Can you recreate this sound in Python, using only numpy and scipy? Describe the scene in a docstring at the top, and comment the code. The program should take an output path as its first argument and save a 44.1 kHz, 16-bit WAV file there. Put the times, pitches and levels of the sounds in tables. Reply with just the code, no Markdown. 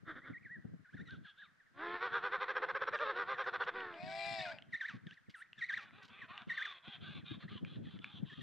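"""Penguin at a snowy nest

Close to a stereo microphone, an adult bends over its chicks and brays with both sides of its syrinx:
a growl, a run of throbs and a long indrawn note. The chicks whistle and rasp for food, and wet bills
click and smack. Soft low bumps buffet the microphone; stones answer in the faint air of the colony."""
import sys
import numpy as np
from scipy import signal
from scipy.fft import rfft, irfft, next_fast_len
from scipy.io import wavfile
from scipy.ndimage import uniform_filter1d, map_coordinates

SR = 44100
rng = np.random.default_rng(int(sys.argv[2]) if len(sys.argv) > 2 else 0)


def generate_wav(signal):
    """Clip the signal to [-1, 1] and save it as 16-bit WAV at the path in sys.argv[1]."""
    frames = np.transpose(np.atleast_2d(signal))
    scaled = np.clip(frames, -1, 1) * 32767
    pcm = np.round(scaled).astype(np.int16)
    wavfile.write(sys.argv[1], SR, pcm)


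N = 371322


def amp(db):
    """Decibels to gain."""
    return 10 ** (np.asarray(db) / 20)


def unit(x):
    """Scale to rms 1."""
    return x / np.sqrt(np.mean(x ** 2) + 1e-20)


def clock():
    """The time of every sample, in seconds."""
    return np.arange(N) / SR


def along(points, hz):
    """Read (Hz, value) points at hz, on a log axis."""
    freqs, values = np.transpose(points)
    return np.interp(np.log(hz + 1), np.log(freqs + 1), values)


def curves(rows):
    """One value per sample for each column after the time."""
    times, *columns = np.transpose(rows)
    return [np.interp(clock(), times, column) for column in columns]


def gate(t, start, end, edge):
    """A window from start to end, with fades of edge seconds centred on both."""
    return np.sin(np.pi / 2 * np.clip(np.minimum(t - start, end - t) / edge + .5, 0, 1)) ** 2


def wobble(rate, size=N):
    """A smooth random curve, rate knots a second."""
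    knots = rng.standard_normal(int(size * rate / SR) + 4)
    return map_coordinates(knots, [np.arange(size) * rate / SR])


def add(track, start, sound):
    """Mix a sound into a track from start seconds on."""
    part = track[..., max(round(start * SR), 0):][..., :sound.shape[-1]]
    part += sound[..., :part.shape[-1]]


def coloured(x, points):
    """x through a minimum-phase filter with the given (Hz, dB) shape."""
    size = 8192
    cepstrum = irfft(np.log(amp(along(points, np.fft.rfftfreq(size, 1 / SR)))), size)
    cepstrum[1:size // 2] *= 2
    cepstrum[size // 2 + 1:] = 0
    return signal.oaconvolve(x, irfft(np.exp(rfft(cepstrum)), size))[:N]


def noise(points):
    """Coloured noise of rms 1."""
    return unit(coloured(rng.standard_normal(N), points))


def highpass(order, hz):
    """The sections of a Butterworth low cut."""
    return signal.butter(order, hz, "high", fs=SR, output="sos")


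def shifting(x, depth_db, size=512):
    """x at rms 1, with resonances that come and go."""
    spectra = signal.stft(x, nperseg=size)[2]
    field = uniform_filter1d(rng.standard_normal(spectra.shape), size=4, axis=0)
    field = uniform_filter1d(field, size=10, axis=1)
    return unit(signal.istft(spectra * amp(depth_db * unit(field)), nperseg=size)[1][:N])


def spread(mid, side):
    """Left and right from mid and side."""
    return np.array([mid + side, mid - side])


def membrane(hz, waver, jitter, shimmer_db, rough):
    """One side of the syrinx: uneven pulses, with a puff of turbulence in each cycle."""
    cycles = np.cumsum(hz * (1 + waver * wobble(110))) / SR
    beats = np.arange(1, int(cycles[-1]))
    chance = rng.standard_normal((N // 32, 2))[:len(beats)]
    scatter = np.interp(beats, cycles, jitter * np.ones(N)) * chance[:, 0]
    at = np.interp(beats + scatter, cycles, np.arange(N))
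    size = amp(shimmer_db * chance[:, 1])
    first, late = at.astype(int), at % 1  # each pulse is shared between two samples
    pulses = np.bincount(first, size * (1 - late), N + 1) + np.bincount(first + 1, size * late, N + 1)
    puffs = rng.standard_normal(N) * (1 + np.cos(2 * np.pi * cycles)) ** 2
    return unit(pulses[:N]) + rough * unit(puffs)


# The air behind the nest. Each row: frequency in Hz, gain in dB.
AIR_TONE = [(25, -4.5), (120, -3), (400, -7), (900, -7), (1600, 6.5), (2600, -10), (4000, -13),
            (7000, -20.5), (14000, -31.5), (16000, -45)]


def colony_air():
    """A faint, steady wash of noise, wide across the microphone."""
    return spread(amp(-76.5) * noise(AIR_TONE), amp(-77.5) * noise(AIR_TONE))


# The echo around the nest. Each row: frequency in Hz, time to fall 60 dB in seconds.
STONE_DECAY = [(200, 1), (1500, 0.49), (8000, 0.2)]


def stone_echo(x):
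    """The short, scattered answer of the nearby stones, 5 ms late and almost mono."""
    hz, t, spectra = signal.stft(rng.standard_normal((2, SR // 3)), SR, nperseg=256)
    decay = amp(-60 * t / along(STONE_DECAY, hz)[:, None])
    mid, side = signal.istft(spectra * decay, SR, nperseg=256)[1]
    tail = spread(mid, amp(-36) * side) / np.linalg.norm(mid)
    return signal.fftconvolve(np.pad(x, (SR // 200, 0))[None], tail, axes=1)[:, :N]


# Three short, rough grunts, like throbs of another penguin's bray.
# Each row: centre and length in seconds, level in dB, pitch in Hz.
ADULT_GRUNTS = [(0.101, 0.051, -45.5, 304), (0.174, 0.041, -49.5, 258.3), (0.279, 0.073, -52.5, 276)]
# The grunting throat. Each row: frequency in Hz, gain in dB.
GRUNT_TONE = [(150, -21), (300, -2.5), (550, -11), (900, -20), (1350, 1), (1900, -1.5), (2600, -32.5),
              (3550, -14), (4200, -34.5), (8000, -56)]


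def grunts():
    """Short, very rough pushes of an adult's voice."""
    t = clock()
    centres, _, _, pitches = np.transpose(ADULT_GRUNTS)
    voice = membrane(np.interp(t, centres, pitches), waver=.04, jitter=.07, shimmer_db=2, rough=.3)
    voice += .7 * rng.standard_normal(N)
    level = sum(amp(db - 7 * ((t - centre) / (length / 2)) ** 2)
                for centre, length, db, _ in ADULT_GRUNTS)
    return level * unit(coloured(voice, GRUNT_TONE))


# Knocks right on the microphone. Each row: start in seconds, level in dB, pitch in Hz.
MIC_BUMPS = [(0.294, -43, 290), (0.642, -42, 193), (0.731, -43.5, 145), (0.938, -44.5, 180),
             (0.997, -46, 187), (4.027, -45, 226), (4.059, -48, 133), (4.934, -44, 187), (5.057, -47, 160),
             (5.28, -50, 188), (6.467, -44, 179), (6.873, -47.5, 222), (7.084, -48.5, 193.8),
             (7.171, -49, 196), (7.308, -41, 280), (7.445, -45.5, 157), (7.547, -42, 186),
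             (7.624, -37.5, 170), (7.763, -41.5, 133), (7.866, -42.5, 195.8), (7.935, -46, 157),
             (8.222, -37.5, 176.5), (8.38, -45.5, 241)]
# Spells of low patter on it. Each row: start in seconds, end in seconds, level in dB.
MIC_PATTERS = [(0, 0.828, -66), (0.932, 1.252, -59.5), (1.73, 3.969, -76), (3.993, 4.76, -64.5),
               (4.901, 5.123, -63), (5.564, 6.59, -73.5), (6.968, 7.39, -58.5), (7.44, 7.998, -55.5),
               (7.985, 8.45, -61.5)]
# The dull noise in both. Each row: frequency in Hz, gain in dB.
BUFFET_TONE = [(25, -37.5), (55, -32), (100, 0), (170, 1.5), (260, -5.5), (400, -15.5), (800, -31.5),
               (2000, -71)]


def buffeting():
    """Dull knocks and a patter of smaller, rounded ones, unlike on the two sides of the microphone."""
    bumps, t = np.zeros((2, N)), np.arange(SR // 8) / SR
    thud = noise(BUFFET_TONE)
    rise = t / .0092
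    swell = (rise * np.exp(1 - rise)) ** 2
    for start, db, hz in MIC_BUMPS:
        for track, (detune, turn, place) in zip(bumps, rng.random((2, 3))):
            push = swell * np.sin(2 * np.pi * (hz * np.exp(.27 * (detune - .5)) * t + turn))
            scuff = swell * unit(thud[int(place * SR):][:len(t)])
            add(track, start, amp(db - 5) * (push + .82 * scuff))
    bumps = signal.sosfilt(highpass(2, 85), bumps)
    spells = sum(amp(db) * gate(clock(), start, end, .055) for start, end, db in MIC_PATTERS)
    level = (amp(-83.5) + spells) * unit(amp(1.5 * wobble(17)))  # a faint patter lasts between spells
    lumps = amp(8 * np.tanh(wobble(55)))
    patter = [level * unit(lumps * noise(BUFFET_TONE)) for _ in range(2)]
    stereo = spread(mid=patter[0] + bumps[0], side=amp(4) * patter[1] + amp(3) * bumps[1])
    return stereo * amp([[1], [-1]])  # a little louder on the left


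# The crackle of wet bills, heard close. Each row: frequency in Hz, gain in dB.
WET_BILL_TONE = [(800, -20), (2000, -2.5), (3200, 0.5), (4500, -3.5), (6500, -17), (9000, -32),
                 (13000, -33.5), (15000, -49)]


def bill_smacks(per_second=4.3):
    """Wet bills, locked for feeding, give off tiny bright bursts of crackle."""
    t = np.arange(SR // 20) / SR
    onsets = (rng.random(N) < per_second / SR) * rng.uniform(.3, 1, N)
    bursts = signal.fftconvolve(onsets, amp(-60 * t / .05) * (1 - np.exp(-t / .0065)))[:N]
    crackle = unit(coloured(bursts * rng.standard_normal(N) ** 3, WET_BILL_TONE))
    return amp(-77.5) * gate(clock(), start=3.6, end=6.45, edge=.1) * crackle


# Bills snapping, straight ahead. Each row: start in seconds, level in dB, ring in Hz.
BILL_CLICKS = [(1.108, -46.5, 3950), (2.989, -34.5, 2600), (5.909, -45, 1900), (3.639, -35, 2857),
               (3.805, -35.5, 2900), (3.941, -40.5, 2950), (4.25, -35, 2650), (4.411, -35, 2750),
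               (4.586, -37, 2740), (4.623, -41.5, 3100), (5.069, -44, 3200), (5.11, -41, 2780),
               (5.531, -38.5, 2770), (6.378, -32, 2820), (6.42, -43, 3420), (6.955, -42, 2400),
               (7.649, -35.5, 2390), (7.99, -43.5, 3105), (8.044, -27.5, 2382)]


def bill_clicks():
    """Horny bill edges snap together and ring for a few milliseconds, dulled by wetness."""
    out, t = np.zeros(N), np.arange(SR // 30) / SR
    for start, db, hz in BILL_CLICKS:
        phase = 2 * np.pi * hz * t
        ring = (np.sin(phase) + .5 * np.sin(.71 * phase)) * amp(-60 * t / .0069)
        crack = .03 * rng.standard_normal(len(t)) * amp(-60 * t / .0016)
        add(out, start, amp(db) * (ring + crack) * (1 - np.exp(-t / .00034)))
    return coloured(out, [(3500, 3), (5500, 5.5), (8000, 4.5), (14000, -24)])


def thin_hiss():
    """A brief, very high hiss that rides on one soft peep."""
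    hiss = noise([(5000, -20), (9000, 8), (12500, -15), (15000, -18.5)])
    return amp(-77) * gate(clock(), start=5.36, end=5.42, edge=.028) * hiss


# Hoarse begging from the nest. Each row: start and end in seconds, throat and bill levels in dB.
RASP_CALLS = [(1.085, 1.178, -82, -65.5), (1.246, 1.315, -78, -58), (1.372, 1.462, -76.5, -62),
              (5.748, 5.901, -65, -69), (5.926, 6.061, -63.5, -63.5), (6.092, 6.261, -59.5, -60),
              (6.289, 6.438, -57, -56.5), (6.483, 6.787, -59.5, -53.5), (6.839, 6.968, -58, -50.5),
              (7.015, 7.2, -59, -50.5), (7.256, 7.361, -60, -49), (7.401, 7.452, -62, -52),
              (7.487, 7.589, -65, -53), (7.655, 7.778, -70.5, -59), (7.838, 7.975, -71, -58),
              (8.017, 8.199, -70.5, -55), (8.261, 8.447, -72, -55)]
# The rasping throat, then the open bill. Each row: frequency in Hz, gain in dB.
RASP_THROAT_TONE = [(150, -55.5), (330, -21), (520, -4.5), (750, -7.5), (1200, 3), (1550, 2), (1900, -5),
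                    (2500, 1), (4000, -43), (8000, -57)]
RASP_BILL_TONE = [(1200, -25.5), (2300, -15), (3000, 11.5), (3550, 14), (4200, 0), (5000, -19.5),
                  (7000, -31), (9500, -39.5), (15000, -88)]


def chick_rasps(edge_hz=328, rise=.25):
    """Fluttering air rushes through throat and open bill; a hoarse pitch arches over each call."""
    t = clock()
    throat, bill, arch = np.zeros((3, N))
    for start, end, throat_db, bill_db in RASP_CALLS:
        near = slice(max(int((start - .05) * SR), 0), int((end + .05) * SR))
        flow = gate(t[near], start, end, .039)
        throat[near] += amp(throat_db) * flow
        bill[near] += amp(bill_db) * flow
        arch[near] += np.sin(np.pi * np.clip((t[near] - start) / (end - start), 0, 1))
    flutter = amp(1.1 * wobble(220) + .6 * wobble(25))
    # the slack membrane rattles, and moisture crackles in the bill
    rattle = membrane(edge_hz * (1 + rise * arch), waver=.025, jitter=.02, shimmer_db=2, rough=.3)
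    rattle += .8 * rng.standard_normal(N)
    crackle = unit((rng.random(N) < 120 / SR) * rng.standard_normal(N))
    croak = shifting(coloured(rattle, RASP_THROAT_TONE), depth_db=4.5, size=1024)
    spray = shifting(coloured(rattle + .15 * crackle, RASP_BILL_TONE), depth_db=4.5, size=1024)
    return flutter * (amp(.7) * throat * croak + amp(-5.5) * bill * spray)


def faint_notes(gap_s=.22):
    """Notes for chick_peeps: the other chicks, faint and loosely spaced behind the near ones."""
    notes, slots = [], np.arange(0, N / SR - gap_s, gap_s)
    for slot, (late, size, pitch, loud) in zip(slots, rng.uniform(-.89, 1, (N // 1000, 4))):
        start, length = slot + gap_s * (1 + late) / 2, .055 * (1 + .17 * size)
        hz = 1580 * (1 + .12 * pitch)
        legs = 2 if size > .5 else 1
        notes.append((start, length, 1.5 * hz, hz, -76.5 + 4 * loud, -18, legs, 2))
    return notes


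# Loud three-note begging, close by. Each row: start in seconds, level in dB, pitch ratio.
BEGGING_PHRASES = [(4.727, -44, 1.012), (5.612, -43, 1.042), (6.494, -43, 1.02)]
# The two dips of a phrase, the second deeper. Each row: delay and length in seconds,
# lowest pitch in Hz before the phrase's ratio, relative level in dB.
BEGGING_DIPS = [(0, .038, 1782, -0.5), (0.079, .058, 1507, 2.2)]
BEGGING_EDGE_HZ = 2140  # where the dips begin and end, before the ratio


def begging_notes(overtone_db=-16.5, squeak_s=.023, squeak_hz=1855):
    """Notes for chick_peeps: two dips, with a squeak as the voice breaks after each, then a slide."""
    notes = []
    for start, db, ratio in BEGGING_PHRASES:
        edge_hz = ratio * BEGGING_EDGE_HZ
        for delay, length, hz, more_db in BEGGING_DIPS:
            notes.append((start + delay, length, edge_hz, ratio * hz, db + more_db, overtone_db, 2, 2))
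            notes.append((start + delay + length, squeak_s, edge_hz, squeak_hz, db - 17, -6, 1, 1))
        # the closing slide drops at once, then flattens out
        notes.append((start + .157, .078, edge_hz, ratio * 1090, db, overtone_db + 3.5, 1, 3.2))
    return notes


# Single peeps from the nest that dip or arch and come back. Each row: start and length in seconds,
# edge and turning pitch in Hz, level in dB, relative overtone level in dB.
PEEP_SWOOPS = [(0.333, 0.05, 2270, 1860, -57, -33), (0.488, 0.091, 1520, 1952, -56.5, -40),
               (0.848, 0.054, 1800, 1425, -58.5, -35), (0.969, 0.04, 1860, 1404, -53.5, -25),
               (0.968, 0.058, 2150, 1766, -64.5, -13), (1.078, 0.081, 1270, 1596, -50, -19.5),
               (1.245, 0.083, 1500, 1674, -62.5, -24), (1.37, 0.061, 1320, 1680, -58, -28),
               (4.073, 0.063, 1750, 1516, -54.5, -7), (4.386, 0.04, 2050, 1765, -54.5, 0.5),
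               (4.451, .075, 1710, 1420, -43.5, -13), (5.067, 0.066, 1900, 1523, -58.5, -8.5),
               (5.342, 0.088, 2096, 1310, -51.5, -17), (7.849, 0.051, 2250, 1720, -71, -14),
               (8.297, 0.047, 1940, 1710, -60, -10)]
# Peeps that slide down or up. Each row: start and length in seconds, first and last pitch in Hz,
# level in dB, relative overtone level in dB.
PEEP_SLIDES = [(.215, 0.044, 1850, 2200, -65, -28), (0.449, 0.04, 2300, 1490, -57, -35),
               (0.927, 0.024, 1380, 1790, -55, -16.5), (1.053, 0.047, 2100, 1830, -67.5, -8),
               (1.248, 0.049, 1794, 1220, -54.5, -28), (1.419, 0.055, 1880, 1148, -52.5, -35),
               (1.599, 0.042, 1950, 1445, -68, -22), (2.952, 0.058, 1950, 1450, -52.5, -10),
               (3.334, 0.045, 2100, 1628, -53.5, -19), (3.439, 0.049, 1850, 1330, -46.5, -16),
               (5.169, 0.023, 2150, 1600, -63.5, -17), (5.578, 0.048, 1830, 1546, -56.5, -5.5),
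               (6.211, 0.047, 2200, 1473, -54, -20), (7.421, 0.023, 2200, 1590, -62, -22),
               (7.477, .017, 1600, 2160, -59.5, -21), (8.406, 0.023, 1950, 1726, -61, -5)]
# A chick's throat, bill and breath. Each row: frequency in Hz, gain in dB.
PEEP_THROAT_TONE = [(1000, -27.5), (1300, -11.5), (1550, -4), (1750, 2.5), (1900, 7.5), (2050, 1.5),
                    (2300, 9)]
PEEP_BILL_TONE = [(2650, -2.5), (3100, -5), (3700, 4), (4900, -7.5), (6000, 2.5), (6700, -9.5),
                  (7500, -2.5), (8500, -11), (11000, -16)]
PEEP_BREATH_TONE = [(800, -13), (1600, 8.5), (2600, -0.5), (3600, 2), (5000, -8.5), (7500, -24.5),
                    (9500, -37.5), (13000, -52)]


def chick_peeps():
    """Whistles flare as they cross the throat's resonance; a rough second voice and breath go along."""
    # a note of one leg slides away, one of two comes back; bend curves the glide
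    notes = [(*row, 2, 2) for row in PEEP_SWOOPS] + [(*row, 1, 1.5) for row in PEEP_SLIDES]
    notes += begging_notes() + faint_notes()
    whistle, upper, flow = np.zeros((3, N))
    for start, length, edge_hz, turn_hz, db, overtone_db, legs, bend in notes:
        t = np.arange(int((length + .032) * SR)) / SR - .02
        to_turn = 1 - legs * np.clip(t / length, -.04, 1.04)
        period = 1 / turn_hz + (1 / edge_hz - 1 / turn_hz) * np.abs(to_turn) ** bend
        hz = (1 + .0085 * wobble(440, len(t))) / period
        phase = 2 * np.pi * np.cumsum(hz) / SR
        throat_db = along(PEEP_THROAT_TONE, hz)
        # uneven closing of the membrane frays the overtones, the more so the lower it sinks
        frayed = phase + .26 * (BEGGING_EDGE_HZ / hz) ** 2 * wobble(1200, len(t))
        overtones = np.sin(phase + frayed)
        for harmonic, harmonic_db in (3, -15), (4, -18), (5, -27):
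            overtones += amp(harmonic_db) * np.sin(harmonic * frayed)
        # the other side of the syrinx sounds a fifth higher
        second = amp(-9.5) * np.sin(1.5 * phase + .8 * wobble(700, len(t)))
        tremor_db = .8 * wobble(250, len(t))
        level = np.sqrt(2) * amp(db + tremor_db) * gate(t, .0024, length - .002, .014)
        upper_level = level * amp(overtone_db + .3 * throat_db + 3 * tremor_db)
        hoarse = .5 * min(amp(overtone_db + 14), 1)  # forced notes are scratchy, soft ones pure
        add(whistle, start + t[0], level * amp(throat_db) * np.sin(phase + hoarse * (frayed - phase)))
        add(upper, start + t[0], upper_level * (overtones + second))
        add(flow, start + t[0], amp(db + .5 * overtone_db) * gate(t, -.0038, length + .0069, .24))
    breath = amp(-13) * flow * amp(1.3 * wobble(300)) * noise(PEEP_BREATH_TONE)
    return whistle + coloured(upper, PEEP_BILL_TONE) + breath


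# The two sides of the syrinx on the in-breath. Each row: top pitch in Hz, sag as a share of it.
INDRAWN_VOICES = [(339, .16), (399, .21)]
# The adult's throat with air going in. Each row: frequency in Hz, gain in dB.
INHALE_TONE = [(200, -33), (400, -22), (670, 4.5), (800, -3), (1020, -14.5), (1300, -24), (1650, -18.5),
               (2050, -10), (2450, -8), (2750, -17), (3020, -27), (3400, -19), (3900, -16), (5100, -18.5),
               (6200, -45), (7500, -32.5), (10500, -54), (12000, -72.5)]


def indrawn_note(top_s=4.275, loudest_s=4.287, rise_s=.37, fall_s=.26):
    """Two cleaner voices rise and fall in one arch, beating and sweeping through a sharp resonance."""
    t = clock()
    arch = np.minimum(((t - top_s) / np.where(t < top_s, rise_s, fall_s)) ** 2, 2)
    slack = np.minimum(arch, 1)  # the voices turn rough where the breath is weak
    low, high = (membrane(hz * (1 - sag * arch), waver=.005, jitter=.004 + .014 * slack,
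                          shimmer_db=.6, rough=.045 + .12 * slack) for hz, sag in INDRAWN_VOICES)
    voice = coloured(low + amp(2) * high, INHALE_TONE)
    voice += amp(-11) * signal.lfilter(*signal.iirpeak(2330, Q=15, fs=SR), voice)  # open throat rings
    # above the steady first resonance the overtones are ragged
    upper = signal.sosfiltfilt(highpass(3, 1300), voice)
    ragged = shifting(upper * (1 + (.3 + .15 * slack) * wobble(700)), depth_db=2.5)
    voice = voice - upper + 1.2 * upper.std() * ragged
    flow = gate(t, start=3.94, end=4.555, edge=.17)
    voice /= np.sqrt(np.average(voice ** 2, weights=flow))
    # the harder the bird draws, the more edge the note has
    force = amp(-12 * ((t - loudest_s) / rise_s) ** 2)
    edge = signal.sosfilt(highpass(1, 4000), voice)
    return amp(-43) * force * flow * (voice + 2.77 * (force - .7) * edge)


# The growl that carries the bray, close to the microphone.
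# Each row: time in seconds, the low voice's pitch between pushes in Hz, level in dB.
GROWL = [(1.735, 260.6, -73.5), (1.79, 296.5, -48.5), (1.83, 340.8, -43), (1.962, 359.4, -40.5),
         (1.99, 333.6, -47.5), (2.98, 330.6, -52.5), (3.066, 406.8, -37.5), (3.14, 331.5, -48),
         (3.359, 331, -52), (3.725, 331.1, -55), (3.762, 391, -40), (3.85, 368.5, -45.5), (3.94, 340, -51),
         (3.999, 313.8, -57)]
# The gaps between pushes of air, in seconds; one throb fills the time from each to the next.
THROB_GAPS_S = [1.991, 2.104, 2.211, 2.302, 2.387, 2.465, 2.539, 2.605, 2.669, 2.732, 2.796, 2.857, 2.911,
                2.98, 3.067, 3.137, 3.259, 3.364, 3.447, 3.516, 3.585, 3.652, 3.717]
# How far a push raises the pitch. Each row: time in seconds, pitch ratio.
PUSH_LIFT = [(2.05, 1.163), (2.28, 1.233), (2.83, 1.313), (2.95, 1.415), (3.1, 1.16), (3.4, 1.27),
             (3.48, 1.185), (3.65, 1.24)]
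# The throat with air going out, its change as it slackens between pushes, and the crackle
# at the height of a push. Each row: frequency in Hz, gain in dB.
EXHALE_TONE = [(190, -41.5), (300, -9.5), (400, -8.5), (510, -2.5), (640, -3.5), (850, -8.5), (1150, 2.5),
               (1550, 2.5), (1850, -4.5), (2200, -11.5), (2950, -19), (3500, -12.5), (4300, -23.5),
               (5700, -40), (6800, -66), (14000, -72)]
SLACK_TONE = [(240, 18.5), (400, 4), (700, 0.5), (1050, 2.5), (1300, -5), (1750, 1.5), (2300, 1),
              (4000, -2)]
PUSH_CRACKLE_TONE = [(1500, -22), (3400, 3.5), (5500, -3), (6600, -33), (12000, -45.5)]


def bray(voice_ratio=1.245, rest_s=.026):
    """Both sides of the syrinx growl; each push of air lifts their loudness and pitch into a throb."""
    t = clock()
    low_hz, growl_db = curves(GROWL)
    high_hz = voice_ratio * low_hz * (1 + .02 * wobble(14))
    level = amp(growl_db) * gate(t, GROWL[0][0], GROWL[-1][0], .027)
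    push = np.zeros(N)
    for start, end in zip(THROB_GAPS_S, THROB_GAPS_S[1:]):
        near = slice(int((start - .05) * SR), int((end + .05) * SR))
        off_centre = np.abs(2 * t[near] - start - end) / (end - start - rest_s)
        level[near] = np.maximum(level[near], amp(-36 - 11.5 * off_centre ** 3.3))
        push[near] = np.maximum(push[near], np.exp(-.8 * off_centre ** 2))
    lift = push * (curves(PUSH_LIFT)[0] - 1)
    strain = np.clip(lift / lift.max(), 0, 1)  # hard pushes make the membranes rattle
    low, high = (membrane(hz * (1 + lift), waver=.016, jitter=.02 + .008 * strain,
                          shimmer_db=1, rough=.15 + .1 * strain) for hz in (low_hz, high_hz))
    # the two sides share one airstream and throttle each other at their difference rate
    beat_hz = (high_hz - low_hz) * (1 + lift) * (1 + .2 * wobble(40))
    beat = 1 + .22 * np.cos(2 * np.pi * np.cumsum(beat_hz) / SR)
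    voice = shifting(coloured(beat * (low + high), EXHALE_TONE), depth_db=1.8)
    snaps = unit((low + high) * amp(3 * wobble(500)))
    voice += amp(-22) * strain * shifting(coloured(snaps, PUSH_CRACKLE_TONE), depth_db=5)
    slack = (1 - push) ** 2
    return amp(-1) * level * ((1 - slack) * voice + slack * coloured(voice, SLACK_TONE))


# How the indrawn note beams to the microphone's left. Each row: frequency in Hz, side gain in dB.
INDRAWN_LEAN = [(700, -19.5), (1200, 0), (2200, -6), (5000, -7.5), (8000, -9.5)]


def scene():
    """The birds straight ahead of the microphone, in the faint air of the colony."""
    adults, drawn = bray() + grunts(), indrawn_note()
    chicks = chick_peeps() + bill_clicks() + bill_smacks() + chick_rasps() + thin_hiss()
    air = colony_air()
    direct = adults * amp([[-.2], [.2]]) + spread(drawn, coloured(drawn, INDRAWN_LEAN)) + chicks
    echo = stone_echo(amp(-22) * (adults + drawn) + amp(-15) * chicks)
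    return direct + echo + buffeting() + air


def record(dry):
    """The recorder keeps nothing above 15 kHz."""
    size = next_fast_len(N + SR // 4)
    in_band = np.fft.rfftfreq(size, 1 / SR) < 15000
    return irfft(rfft(dry, size) * in_band, size)[..., :N]


dry = scene()
out = record(dry)
generate_wav(out)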